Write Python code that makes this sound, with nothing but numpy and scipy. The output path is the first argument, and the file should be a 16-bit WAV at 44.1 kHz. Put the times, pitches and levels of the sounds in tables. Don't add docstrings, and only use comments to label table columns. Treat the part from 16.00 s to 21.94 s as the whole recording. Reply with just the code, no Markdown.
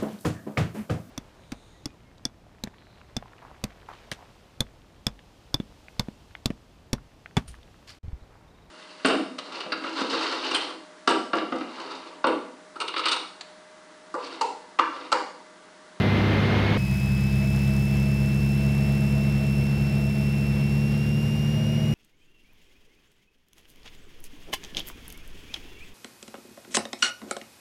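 import sys
import numpy as np
from scipy import signal
from scipy.fft import rfft, irfft
from scipy.io import wavfile
from scipy.ndimage import uniform_filter1d

SR = 44100
rng = np.random.default_rng(int(sys.argv[2]) if len(sys.argv) > 2 else 0)


def wav_out(sig):
    wavfile.write(sys.argv[1], SR, np.round(np.clip(np.atleast_2d(sig).T, -1, 1) * 32767).astype(np.int16))


def boost_factor(decibels):
    exponent = np.asarray(decibels, float) / 20
    return 10 ** exponent


N = 261954

# (time [s], whine [Hz], blade thrust [dB])
NEAR_ENGINE = [(.84, 2577.3, -3.5), (1.34, 2614.8, -.7), (1.59, 2629.3, .1), (1.84, 2642.3, .1),
               (2.34, 2664.3, 0), (2.84, 2676.7, .3), (3.34, 2685.2, -.2), (4.09, 2693.7, -1.3),
               (4.59, 2696.9, -.8), (4.84, 2733.8, -.7), (5.09, 2770.2, -1.2), (5.34, 2796.1, -2.1),
               (5.59, 2824.4, -1.8), (5.89, 2847.0, -1)]
# (time [s], whine [Hz], blade thrust [dB])
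FAR_ENGINE = [(.84, 2387.5, 4.2), (1.14, 2419.4, 3.7), (1.74, 2463.4, 1), (2.04, 2470, -.1),
              (2.64, 2505.1, -1.5), (3.24, 2513, -.5), (4.14, 2524.3, -.4), (5.04, 2527.2, -.3),
              (5.64, 2552.4, .6), (5.89, 2556.5, 1)]
# (multiple of shaft rate [1], level [dB])
NEAR_ORDERS = [(2, -32), (3, -35), (4, -24), (4.5, -40), (5, -56), (5.5, -48), (6, -27.7), (7, -57),
               (8, -52), (9, -62), (10, -45), (12, -49), (14, -50), (15, -62), (16, -62), (21, -64)]
FAR_ORDERS = [(3, -43), (4, -38), (4.5, -47), (6, -37), (2, -46), (7, -52), (8, -57), (9, -57), (10, -47),
              (12, -53), (15, -61), (16, -60)]
# (frequency [Hz], gain [dB])
CABIN_MODES = [(64, 0), (67, 4), (72.5, -4), (74, -10), (98, 0), (101.5, 3), (105, -2), (107, 2), (111, 7),
               (118, 7), (124, 0), (283, 0), (291, 5), (306, 0)]
# (frequency [Hz], density [dB per Hz])
SLIPSTREAM_SPECTRUM = [(30, -20), (50, 8), (80, 4), (130, 12), (200, 6.5), (260, 0.5), (450, -1), (800, -4),
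                       (1150, -9.5), (1900, -8.5), (2250, -6), (2900, -11.5), (4400, -16.5), (5800, -20.5)]
# (frequency [Hz], density [dB per Hz])
TRIM_SPECTRUM = [(4800, -3), (5900, -1), (7400, -1), (8800, -4.5), (10500, -1.5), (12000, -3.5),
                 (14000, -6), (15750, -7)]
# (frequency [Hz], width [Hz], level [dB])
PANEL_MODES = [(642, 24, 0), (612, 25, -12)]
# (middle [s], length [s], level [dB])
BUZZ_SPELLS = [(1.322, .02, -46), (1.44, .03, -40.5), (1.532, 0.018, -45), (1.72, .04, -44),
               (1.92, .04, -47), (2.1, .04, -45), (2.25, .06, -47), (2.64, .08, -46), (2.873, .12, -45),
               (3.05, .03, -44), (3.22, .12, -45), (3.436, .05, -42), (3.604, .08, -46.5),
               (3.867, .03, -48), (4.01, .12, -43), (4.18, .04, -42.5), (4.42, .06, -47), (4.6, .03, -47),
               (5.6, .02, -43), (5.69, .03, -43), (5.84, .05, -42)]
# (frequency [Hz], level [dB])
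CABIN_TONE = [(10544, -69.5)]
# (time [s], level [dB])
TONE_SWELL = [
    (1.6, -7),
    (3.8, -3),
    (4, 1.5),
]
# (frequency [Hz], level [dB])
INSTRUMENTS = [(9322, -80), (10907, -73), (11445, -74)]
# (time [s], shaft rate [Hz])
OUTSIDE_SHAFT = [
    (0, 33.7),
    (.25, 33.7),
    (.5, 34.0),
    (.77, 34.1),
]
# (multiple of shaft rate [1], level [dB])
EXHAUST_ORDERS = [(2, -37), (3, -24.5), (3.5, -42), (4, -38), (4.5, -33), (5.5, -36), (6, -30.5),
                  (6.5, -41), (7, -35), (7.5, -41), (8.5, -43), (9, -46), (10, -43), (11.5, -41), (12, -42),
                  (14.5, -43)]
# (time [s], frequency [Hz])
OUTSIDE_WHINE = [(.05, 2068.1), (.17, 2074.1), (.29, 2086.8), (.41, 2106.4), (.53, 2129.9), (.65, 2163.1),
                 (.72, 2178.1), (.78, 2192)]
# (multiple of whine [1], level below whine [dB])
OUTSIDE_OVERTONES = [(3, -27), (4, -37)]
# (frequency [Hz], density [dB per Hz])
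ROAR_SPECTRUM = [(30, -30), (55, -14), (90, -8.5), (220, -9.5), (500, -15.5), (1000, -21), (2000, -22.5),
                 (3500, -28), (4500, -35), (6400, -48.5), (7200, -54), (9000, -59), (11000, -57.5),
                 (15700, -63)]
# (frequency [Hz], level [dB])
AIRFRAME_WHISTLES = [(1174, -52), (2449, -55), (3090, -58)]
# (frequency [Hz], gain [dB])
OPEN_AIR = [(20, 0), (20000, 0)]

CUT_S = .776
GEARING, FAR_GEARING, SETTLED_HZ = 76.96, 76.88, 2690
HULL_LAG, FAR_HULL_LAG = np.pi / 18, .044
FAR_START, BURST_LAG = -.52, 3.6
SHARPEN_DB_PER_HZ = .005, .003
RUMBLE_DB_PER_HZ = .08, .0069
NEAR_WHINE_DB, NEAR_SECOND_DB, WHINE_FADE_DB_PER_S = -40, -53.1, .38
FAR_WHINE_DB, FAR_SECOND_DB, FAR_SECOND_FOLLOWS = -59.5, -60, .53
AIR_DB, HISS_DB, SLOWING_DB_PER_S, HISS_FOLLOWS = -46.5, -51.2, .3047, 1.3
TRIM_SETTLES_S, TRIM_SETTLES_DB = 3.08, .5
PANEL_REST_DB, SPELL_EDGE_S, PANEL_STEADY = -49, .02, .7
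ROAR_DB, OUTSIDE_WHINE_DB, OUTSIDE_SECOND_DB = -32.5, -39, -56.5
OVERLOAD = .45


def in_time(rows):
    s, *columns = np.transpose(rows)
    return [np.interp(np.arange(N) / SR, s, c) for c in columns]


def cabin_time():
    return np.arange(N) / SR - CUT_S


def with_power(slopes_db):
    off_hz = in_time(NEAR_ENGINE)[0] - SETTLED_HZ
    return np.where(off_hz < 0, *slopes_db) * off_hz


def turns(hz):
    return 2 * np.pi * np.cumsum(hz) / SR


def drift(rate):
    r = np.exp(-80 * np.pi * rate / SR)
    slow = signal.lfilter([1], [1, -2 * r, r * r], rng.standard_normal(N // 40 + 2002))[2000:]
    return np.interp(np.arange(N) / 40, np.arange(len(slow)), slow / slow.std())


def coloured(spectrum, low_hz, high_hz):
    hz = np.arange(N // 2 + 1) * SR / N + 1e-3
    at, db = np.transpose(spectrum)
    shape = boost_factor(np.interp(np.log(hz), np.log(at), db, left=-80, right=-80))
    within = (hz > low_hz) & (hz < high_hz)
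    rms = np.sqrt(np.sum(shape[within] ** 2) / len(hz))
    return irfft(rfft(rng.standard_normal(N)) * shape, N) / rms


def whine(phase, db, wobble_db):
    level = np.sqrt(2) * boost_factor(db + wobble_db * drift(40))
    return level * np.sin(phase + .15 * drift(30))


def tones(table):
    return sum(whine(turns(np.full(N, hz)), db, 1.6) for hz, db in table)


def slipstream(slowing_db):
    air = boost_factor(AIR_DB + slowing_db + .6 * drift(8)) * coloured(SLIPSTREAM_SPECTRUM, 800, 2000)
    rumble = signal.sosfiltfilt(signal.butter(2, 600, fs=SR, output="sos"), air)
    return air + (boost_factor(with_power(RUMBLE_DB_PER_HZ)) - 1) * rumble


def trim_hiss(shaft, slowing_db):
    settled = np.clip((cabin_time() + CUT_S - TRIM_SETTLES_S) / .1, 0, 1)
    hiss_db = HISS_DB + HISS_FOLLOWS * slowing_db + .3 * drift(4) - TRIM_SETTLES_DB * settled
    angle = shaft - BURST_LAG
    passing = np.exp(1.5 * (np.cos(2 * angle) - 1)) * (1 + .4 * np.cos(angle))
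    burst = 1 + .65 * passing * boost_factor(1.5 * drift(25) + 1.5 * (hiss_db - hiss_db.mean()))
    return boost_factor(hiss_db) * coloured(TRIM_SPECTRUM, 6000, 15000) * burst / np.sqrt(np.mean(burst ** 2))


def buzz_gain():
    t, gain = np.arange(N) / SR, boost_factor(PANEL_REST_DB)
    for middle_s, length_s, db in BUZZ_SPELLS:
        beyond_s = np.maximum(abs(t - middle_s) - length_s / 2, 0)
        gain = gain + boost_factor(db) * np.exp(-.5 * (beyond_s / SPELL_EDGE_S) ** 2)
    return gain


def panel_buzz():
    buzz = 0
    for hz, width_hz, db in PANEL_MODES:
        r = np.exp(-np.pi * width_hz / SR)
        mode = [.94, 0, -.993, 1, -2 * r * np.cos(2 * np.pi * hz / SR), r * r]
        ring = signal.sosfilt([mode] * 2, rng.standard_normal(N))
        power = uniform_filter1d(ring ** 2, size=SR // 40) + .05 * ring.var()
        ring = ring / power ** (PANEL_STEADY / 2)
        buzz = buzz + boost_factor(db) * ring / ring.std()
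    return boost_factor(-4.5) * buzz_gain() * buzz


def cabin_noise(shaft):
    slowing_db = -SLOWING_DB_PER_S * cabin_time()
    return slipstream(slowing_db) + trim_hiss(shaft, slowing_db) + panel_buzz()


def orders(shaft_hz, table, space, wobble_db, sharp_db=0, hull_lag=HULL_LAG, start=0):
    out, phase = 0, turns(shaft_hz) + start
    for multiple, db in table:
        level_db = db + sharp_db * np.clip(2 * multiple - 20, 0, 8) + wobble_db * drift(6)
        level_db += np.interp(multiple * shaft_hz, *np.transpose(space))
        lag = hull_lag * multiple ** 2 + np.pi / 2 * (multiple % 2 != 0)
        out = out + np.sqrt(2) * boost_factor(level_db) * np.cos(multiple * phase - lag)
    return out


def far_engine(sharp_db):
    hz, thrust_db = in_time(FAR_ENGINE)

    def part(rows):
        return orders(hz / FAR_GEARING, rows, CABIN_MODES, .8, sharp_db, FAR_HULL_LAG, FAR_START)

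    low, blades, high = part(FAR_ORDERS[:4]), part(FAR_ORDERS[4:5]), part(FAR_ORDERS[5:])
    engine = boost_factor(thrust_db) * low + (high - blades) / boost_factor(thrust_db.clip(0))
    second_db = FAR_SECOND_DB + FAR_SECOND_FOLLOWS * thrust_db
    return engine + whine(turns(hz), FAR_WHINE_DB, 1.2) + whine(2 * turns(hz), second_db, 1.2)


def near_engine(sharp_db):
    hz, thrust_db = in_time(NEAR_ENGINE)
    shaft = turns(hz / GEARING)
    engine = boost_factor(thrust_db) * orders(hz / GEARING, NEAR_ORDERS, CABIN_MODES, .5, sharp_db)
    belt_db = 1.1 * np.cos(shaft)
    whine_db = NEAR_WHINE_DB - WHINE_FADE_DB_PER_S * cabin_time() + belt_db
    engine += whine(turns(hz), whine_db, .35) + whine(2 * turns(hz), NEAR_SECOND_DB, .9)
    return engine, shaft


def cabin_engines():
    sharp_db = with_power(SHARPEN_DB_PER_HZ)
    near, shaft = near_engine(sharp_db)
    return near + far_engine(sharp_db), shaft


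def outside():
    shaft_hz = in_time(OUTSIDE_SHAFT)[0]
    exhaust = orders(shaft_hz, EXHAUST_ORDERS, OPEN_AIR, .8)
    puffs = 1 + .04 * np.cos(3 * turns(shaft_hz))
    roar = boost_factor(ROAR_DB + .3 * drift(4.4)) * puffs * coloured(ROAR_SPECTRUM, 720, 1850)
    phase = turns(in_time(OUTSIDE_WHINE)[0])
    geared = whine(phase, OUTSIDE_WHINE_DB, .9) + whine(2 * phase, OUTSIDE_SECOND_DB, 2.5)
    geared += sum(whine(k * phase, OUTSIDE_WHINE_DB + db, 1.5) for k, db in OUTSIDE_OVERTONES)
    pressure = exhaust + roar + geared + tones(AIRFRAME_WHISTLES)
    return OVERLOAD * np.tanh(pressure / OVERLOAD)


def scene():
    engines, shaft = cabin_engines()
    cabin_tone = boost_factor(in_time(TONE_SWELL)[0]) * tones(CABIN_TONE)
    cabin = engines + cabin_noise(shaft) + cabin_tone
    inside = np.clip(cabin_time() / .004 + .5, 0, 1)
    return (inside * cabin + (1 - inside) * outside() + tones(INSTRUMENTS))[None]


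def band_limit(x):
    return signal.sosfilt(signal.butter(12, 15800, fs=SR, output="sos"), x)


def record(dry):
    return band_limit(dry)


dry = scene()
out = record(dry)
wav_out(out)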